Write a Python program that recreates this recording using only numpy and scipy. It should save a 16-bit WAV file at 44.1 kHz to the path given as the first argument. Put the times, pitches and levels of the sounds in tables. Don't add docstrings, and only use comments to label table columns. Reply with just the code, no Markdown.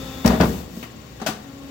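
import sys
import numpy as np
from scipy import signal
from scipy.fft import rfft, irfft
from scipy.io import wavfile

SR = 44100
rng = np.random.default_rng(int(sys.argv[2]) if len(sys.argv) > 2 else 0)


def write(x):
    x = np.atleast_2d(x).T
    wavfile.write(sys.argv[1], SR, np.round(np.clip(x, -1, 1) * 32767).astype(np.int16))


N = 74970
T = np.arange(N) / SR
EDGES_HZ = np.geomspace(25, 17000, 27)
BANDS_HZ = np.sqrt(EDGES_HZ[1:] * EDGES_HZ[:-1])

# start_s, frame_thud_db, cover_clank_db
BLOWS = [(0.2459, -12.5, -15), (0.2602, -19.5, -19.5), (.2765, -37, -16.5), (0.293, -18, -18),
         (.304, -21, -19), (.331, -19.5, -20.5), (.347, -29, -33), (.4000, -16, -11.5),
         (0.4104, -10.5, -17), (.423, -21.5, -21.5), (0.434, -16, -36), (.492, -28.5, -39),
         (.765, -31.5, -41.5)]
# start_s, level_db, tilt_db_per_octave
CRACKS = [(0.2605, -20.5, 1.5), (.2738, -31, 1), (0.2761, -21, -1), (.4104, -24, -5), (0.437, -32.5, -5)]
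# start_s, level_db
JOLTS = [(.249, -12), (.412, -17.5)]
# pitch_hz, level_db, t60_s
BASE_MODES = [(62, -5, 0.42), (73, -2, 0.26)]
FRAME_MODES = [(116.5, -15.5, 0.14), (142, -9.5, 0.11), (182.3, 1.5, 0.091), (229, 3.5, 0.17),
               (272.4, -9.5, 0.14), (325, -12.5, 0.19), (381.7, -17.5, 0.27), (449.7, -12, 0.27),
               (518, -12, 0.12)]
COVER_MODES = [(634.5, -9, 0.33), (876, -15, 0.18), (1011, -14, 0.084), (1129, -25, 0.14)]
STEEL_MODES = [(4743, 10, 0.021), (5645, 5.5, 0.019)]
# frequency_hz, density_db
COVER_SPECTRUM = [(33, -43), (66, -2.5), (150, 0), (300, -3), (650, -2.5), (1100, -8.5), (2000, -17),
                  (4000, -24), (9000, -39)]
STEEL_SPECTRUM = [(300, -28), (1200, 0.5), (3200, -3), (5500, 1.5), (7200, -4.5), (10000, -12),
                  (15000, -5.5)]
COVER_T60_S, STEEL_T60_S, CRACK_T60_S, ATTACK_S = 0.19, 0.095, 0.015, 0.0022

# start_s, level_db, tilt_db_per_octave, t60_s, housing_knock_db
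LATCH_HITS = [(1.198, -34, -3.5, 0.25, -56), (1.2156, -25.5, -2.7, 0.075, -25),
              (1.2629, -18, 0, 0.21, -30.5), (1.286, -26, -5.5, 0.14, -24)]
# start_s, level_db
LEVER_KNOCKS = [(.3992, 1), (1.2629, -1.5)]
# pitch_hz, level_db, t60_s
HOUSING_MODES = [(217.7, -0.5, .15), (413, -11, 0.27), (743, 1.5, 0.066), (1324, -6, 0.07)]
LEVER_MODES = [(642, 0, 0.038), (1181, -20, 0.051), (1310, -26.5, .17), (1468, -20.5, 0.14),
               (2560, -28, 0.11)]
# frequency_hz, density_db
LATCH_SPECTRUM = [(45, -27), (170, -10), (450, -9), (750, -2), (1000, -9.5), (1400, -0.5), (1800, -10.5),
                  (2700, -8.5), (6500, -12), (10500, -23.5), (15000, -19.5)]
CATCH_SPECTRUM = [(300, 1.5), (1700, -0.5), (2150, -2), (2600, 0), (4200, -11.5), (9000, -20)]
CATCH_S, CATCH_DB, CATCH_T60_S = .828, -30.5, 0.14

# start_s, end_s, pitch_hz, level_db, overtone_loss_db_per_octave
PUMP_RUNS = [(-.1, 0.317, 263.9, -39, 2), (1.422, 1.8, 277, -41, 6)]
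# multiple, level_db
PUMP_HARMONICS = [(1, -1.5), (2, -7.5), (3, -11.5), (4, -11), (5, -8.5)]
PUMP_FADE_S, PITCH_WOBBLE = 0.027, .003
# pitch_hz, level_db
MOTOR_HUM = [(119, -54)]
# pitch_hz, level_db
WHINE_TONES = [(3451, -50), (3535, -54.5), (3704, -51.5), (6885, -58)]
WHINE_END_S, WHINE_FADE_S = 0.7, 0.44
# pitch_hz, width_hz, level_db
RESONANCES = [(245, 27, -52), (512, 39, -60.5), (1088, 9, -60)]
SQUEAK_HZ, SQUEAK_WIDTH_HZ, SQUEAK_DB = 6980, 340, -55.5
SQUEAKS_PER_S, SQUEAK_PEAK_S = 19.4, 1.535
# time_s, level_db
VALVE_LEVEL = [(0, -45), (0.242, -44.5), (.3, -36.5), (.39, -40.5), (.46, -35), (0.612, -42.5),
               (.68, -53.5), (.77, -43.5), (0.838, -46.5), (.88, -55.5), (1.2, -54.5)]
SHOP_LEVEL = [(0, -33.5), (.24, -35.5), (.65, -41), (1.58, -42.5), (1.7, -39.5)]
# frequency_hz, density_db
VALVE_SPECTRUM = [(1000, -11), (2500, 3), (7300, 2), (10000, -7.5), (12500, -3), (15000, 4)]
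SHOP_SPECTRUM = [(33, -37), (62, 0.5), (88, -7.5), (125, -2), (170, -7), (230, -5.5), (330, -11),
                 (530, -11.5), (850, -19), (3300, -22.5), (7000, -28.5), (8500, -83), (10500, -46),
                 (15500, -42)]

# frequency_hz, t60_s
ROOM_T60 = [(60, 0.96), (200, 0.74), (2000, 0.54), (12000, 0.24)]
RING_ROOM_DB, FRAME_ROOM_DB, HOUSING_ROOM_DB, ROOM_BUILD_S = -11.5, -12, -13.5, 0.009
# left_delay_s, right_delay_s, level_db
REFLECTIONS = [(.0011, .0016, -14), (.0027, .0021, -13), (.0043, .0052, -11)]
# frequency_hz, left_right_correlation, left_minus_right_db
STEREO_IMAGE = [(60, 0.96, -0.5), (180, 0.93, 1.5), (417, 0.8, 3), (800, 0.079, 7.5), (4080, 0, 6.5),
                (9300, 0.13, 20.5), (14800, 0, 9)]
REFLECT_ABOVE_HZ, LOW_CUT_HZ, HIGH_CUT_HZ = 1500, 28, 16000


def clunks():
    frame = modal_ring([(s, db) for s, db, _ in BLOWS], FRAME_MODES, scatter_db=2)
    frame += modal_ring(JOLTS, BASE_MODES, scatter_db=1)
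    covers = dense_ring([(s, db, 0, COVER_T60_S) for s, _, db in BLOWS], COVER_SPECTRUM, crack_db=-1)
    steel = dense_ring([(*crack, STEEL_T60_S) for crack in CRACKS], STEEL_SPECTRUM, crack_db=13.5)
    steel += modal_ring([(s, db) for s, db, _ in CRACKS], STEEL_MODES, scatter_db=1)
    steel *= from_db([[-4], [-1.5]])
    covers += modal_ring([(s, db) for s, _, db in BLOWS], COVER_MODES, scatter_db=2)
    rattle = from_db(1.16 * drift(190))
    return frame + from_db(FRAME_ROOM_DB) * room_tail(frame) + rattle * (covers + steel)


def latch():
    housing = modal_ring([(s, db) for s, *_, db in LATCH_HITS], HOUSING_MODES, scatter_db=0.5)
    lever = modal_ring(LEVER_KNOCKS, LEVER_MODES, scatter_db=1.5, attack_s=.008)
    clacks = dense_ring([hit[:4] for hit in LATCH_HITS], LATCH_SPECTRUM, crack_db=-2)
    return clacks + housing + lever + from_db(HOUSING_ROOM_DB) * room_tail(housing)


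def catch():
    return dense_ring([(CATCH_S, CATCH_DB, 0, CATCH_T60_S)], CATCH_SPECTRUM, crack_db=4.5)


def pump():
    hum = sum(from_db(db) * sine(hz * T + rng.random()) for hz, db in MOTOR_HUM)
    for start, end, hz, db, loss_db in PUMP_RUNS:
        gate = np.clip(np.minimum(T - start, end - T) / PUMP_FADE_S, 0, 1)
        cycles = wavering_cycles(hz, rate_hz=28.8)
        for multiple, harmonic_db in PUMP_HARMONICS:
            level = from_db(db + harmonic_db - loss_db * np.log2(multiple) + 0.87 * drift(8.9))
            hum = hum + pan(multiple * hz) * gate * level * sine(multiple * cycles + rng.random())
    return hum


def whine():
    pressure = np.clip((WHINE_END_S - T) / WHINE_FADE_S, 0, 1)
    tones = 0
    for hz, db in WHINE_TONES:
        level = from_db(db + 2 * drift(27))
        tones += pan(hz) * level * sine(wavering_cycles(hz, rate_hz=40))
    return pressure * tones


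def valve():
    return shaped_noise(VALVE_SPECTRUM, VALVE_LEVEL)


def squeak():
    pulses = ((1 + np.cos(2 * np.pi * SQUEAKS_PER_S * (T - SQUEAK_PEAK_S))) / 2) ** 2
    return from_db(SQUEAK_DB) * pulses * narrow_noise(SQUEAK_HZ, SQUEAK_WIDTH_HZ)


def singing():
    return sum(from_db(db + 2 * drift(5.4)) * narrow_noise(hz, width) for hz, width, db in RESONANCES)


def shop():
    return shaped_noise(SHOP_SPECTRUM, SHOP_LEVEL)


def reflected(sound):
    hz = np.fft.rfftfreq(2 * N, 1 / SR)
    treble = 1j * hz / (1j * hz + REFLECT_ABOVE_HZ)
    echoes = np.array([from_db(db) * treble * np.exp(-2j * np.pi * hz * np.array([[left], [right]]))
                       for left, right, db in REFLECTIONS])
    comb = (1 + echoes.sum(axis=0)) / np.sqrt(1 + np.sum(np.abs(echoes) ** 2, axis=0))
    return irfft(rfft(sound, 2 * N) * comb)[:, :N]


def room_tail(sound):
    response = sum(band * np.sqrt(width) * room_decay(hz)
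                   for band, hz, width in zip(noise_bands(), BANDS_HZ, np.diff(EDGES_HZ)))
    response /= np.sqrt(np.sum(response ** 2) / 2)
    return signal.fftconvolve(sound.mean(axis=0)[None], response, axes=1)[:, :N]


def room_decay(hz):
    return decay(0, at_hz(ROOM_T60, hz), ROOM_BUILD_S)


def dense_ring(hits, spectrum, crack_db):
    direct_power, impulses = 0, np.zeros((len(BANDS_HZ), N))
    for start, db, tilt, t60 in hits:
        power = (from_db(db) * band_gains(spectrum, tilt)) ** 2
        crack = from_db(crack_db) * decay(start, CRACK_T60_S, ATTACK_S / 10)
        direct_power += np.outer(power, decay(start, t60, ATTACK_S) ** 2 + crack ** 2)
        impulses[:, int(start * SR)] += power
    tails = [signal.fftconvolve(row, room_decay(hz) ** 2)[:N] for row, hz in zip(impulses, BANDS_HZ)]
    envelopes = np.sqrt(direct_power + from_db(RING_ROOM_DB) ** 2 * np.abs(tails))
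    return np.einsum("bn,bcn->cn", envelopes, noise_bands())


def modal_ring(hits, modes, scatter_db, attack_s=ATTACK_S):
    ring = 0
    for k, (hz, mode_db, t60) in enumerate(modes):
        for start, db in hits:
            strength = from_db(db + mode_db + scatter_db * rng.standard_normal())
            swing = (-1) ** k * np.sin(2 * np.pi * hz * (T - start))
            ring += pan(hz) * strength * decay(start, t60, attack_s) * swing
    return ring


def shaped_noise(spectrum, levels):
    gain = from_db(np.interp(T, *np.transpose(levels)))
    return gain * np.tensordot(band_gains(spectrum), noise_bands(), axes=1)


def narrow_noise(hz, width_hz):
    tone = signal.lfilter(*signal.iirpeak(hz, hz / width_hz, fs=SR), rng.standard_normal((2, N)))
    return pan(hz) * tone / tone.std()


def noise_bands():
    white, bands = rng.standard_normal((2, 2, N + SR // 4)), []
    for k, hz in enumerate(BANDS_HZ):
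        bandpass = signal.butter(2, EDGES_HZ[k:k + 2], "band", fs=SR, output="sos")
        noise = signal.sosfilt(bandpass, white[k % 2])[:, -N:]
        mid, side = noise / noise.std()
        alike = at_hz(STEREO_IMAGE, hz)
        pair = np.sqrt((1 + alike) / 2) * mid + np.sqrt((1 - alike) / 2) * side * [[1], [-1]]
        bands.append(pan(hz) * pair)
    return np.array(bands)


def band_gains(spectrum, tilt_db=0):
    density = from_db(at_hz(spectrum, BANDS_HZ) + tilt_db * np.log2(BANDS_HZ))
    gains = density * np.sqrt(np.diff(EDGES_HZ))
    return gains / np.linalg.norm(gains)


def decay(start_s, t60_s, attack_s):
    age = np.maximum(T - start_s, 0)
    return (1 - np.exp(-age / attack_s)) * from_db(-np.minimum(60 * age / t60_s, 200))


def wavering_cycles(hz, rate_hz):
    return np.cumsum(hz * (1 + PITCH_WOBBLE * drift(rate_hz))) / SR


def sine(cycles):
    return np.sqrt(2) * np.sin(2 * np.pi * cycles)


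def drift(rate_hz):
    rolloff = 1 + (np.fft.rfftfreq(N, 1 / SR) / rate_hz) ** 2
    slow = irfft(rfft(rng.standard_normal(N)) / rolloff, N)
    return slow / slow.std()


def pan(hz):
    gains = from_db(at_hz(STEREO_IMAGE, hz, column=2) * np.array([[.5], [-.5]]))
    return gains / np.sqrt(np.mean(gains ** 2))


def at_hz(table, hz, column=1):
    table = np.array(table)
    return np.interp(np.log(hz), np.log(table[:, 0]), table[:, column])


def from_db(db):
    return 10 ** (np.asarray(db) / 20)


def scene():
    running = pump() + whine() + squeak() + singing()
    return running + reflected(clunks() + catch() + latch() + valve() + shop())


def record(dry):
    lean = signal.sosfilt(signal.butter(2, LOW_CUT_HZ, "high", fs=SR, output="sos"), dry)
    rounded = lean / (1 + lean ** 6) ** (1 / 6)
    return signal.sosfilt(signal.ellip(12, .1, 80, HIGH_CUT_HZ, fs=SR, output="sos"), rounded)


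dry = scene()
out = record(dry)
write(out)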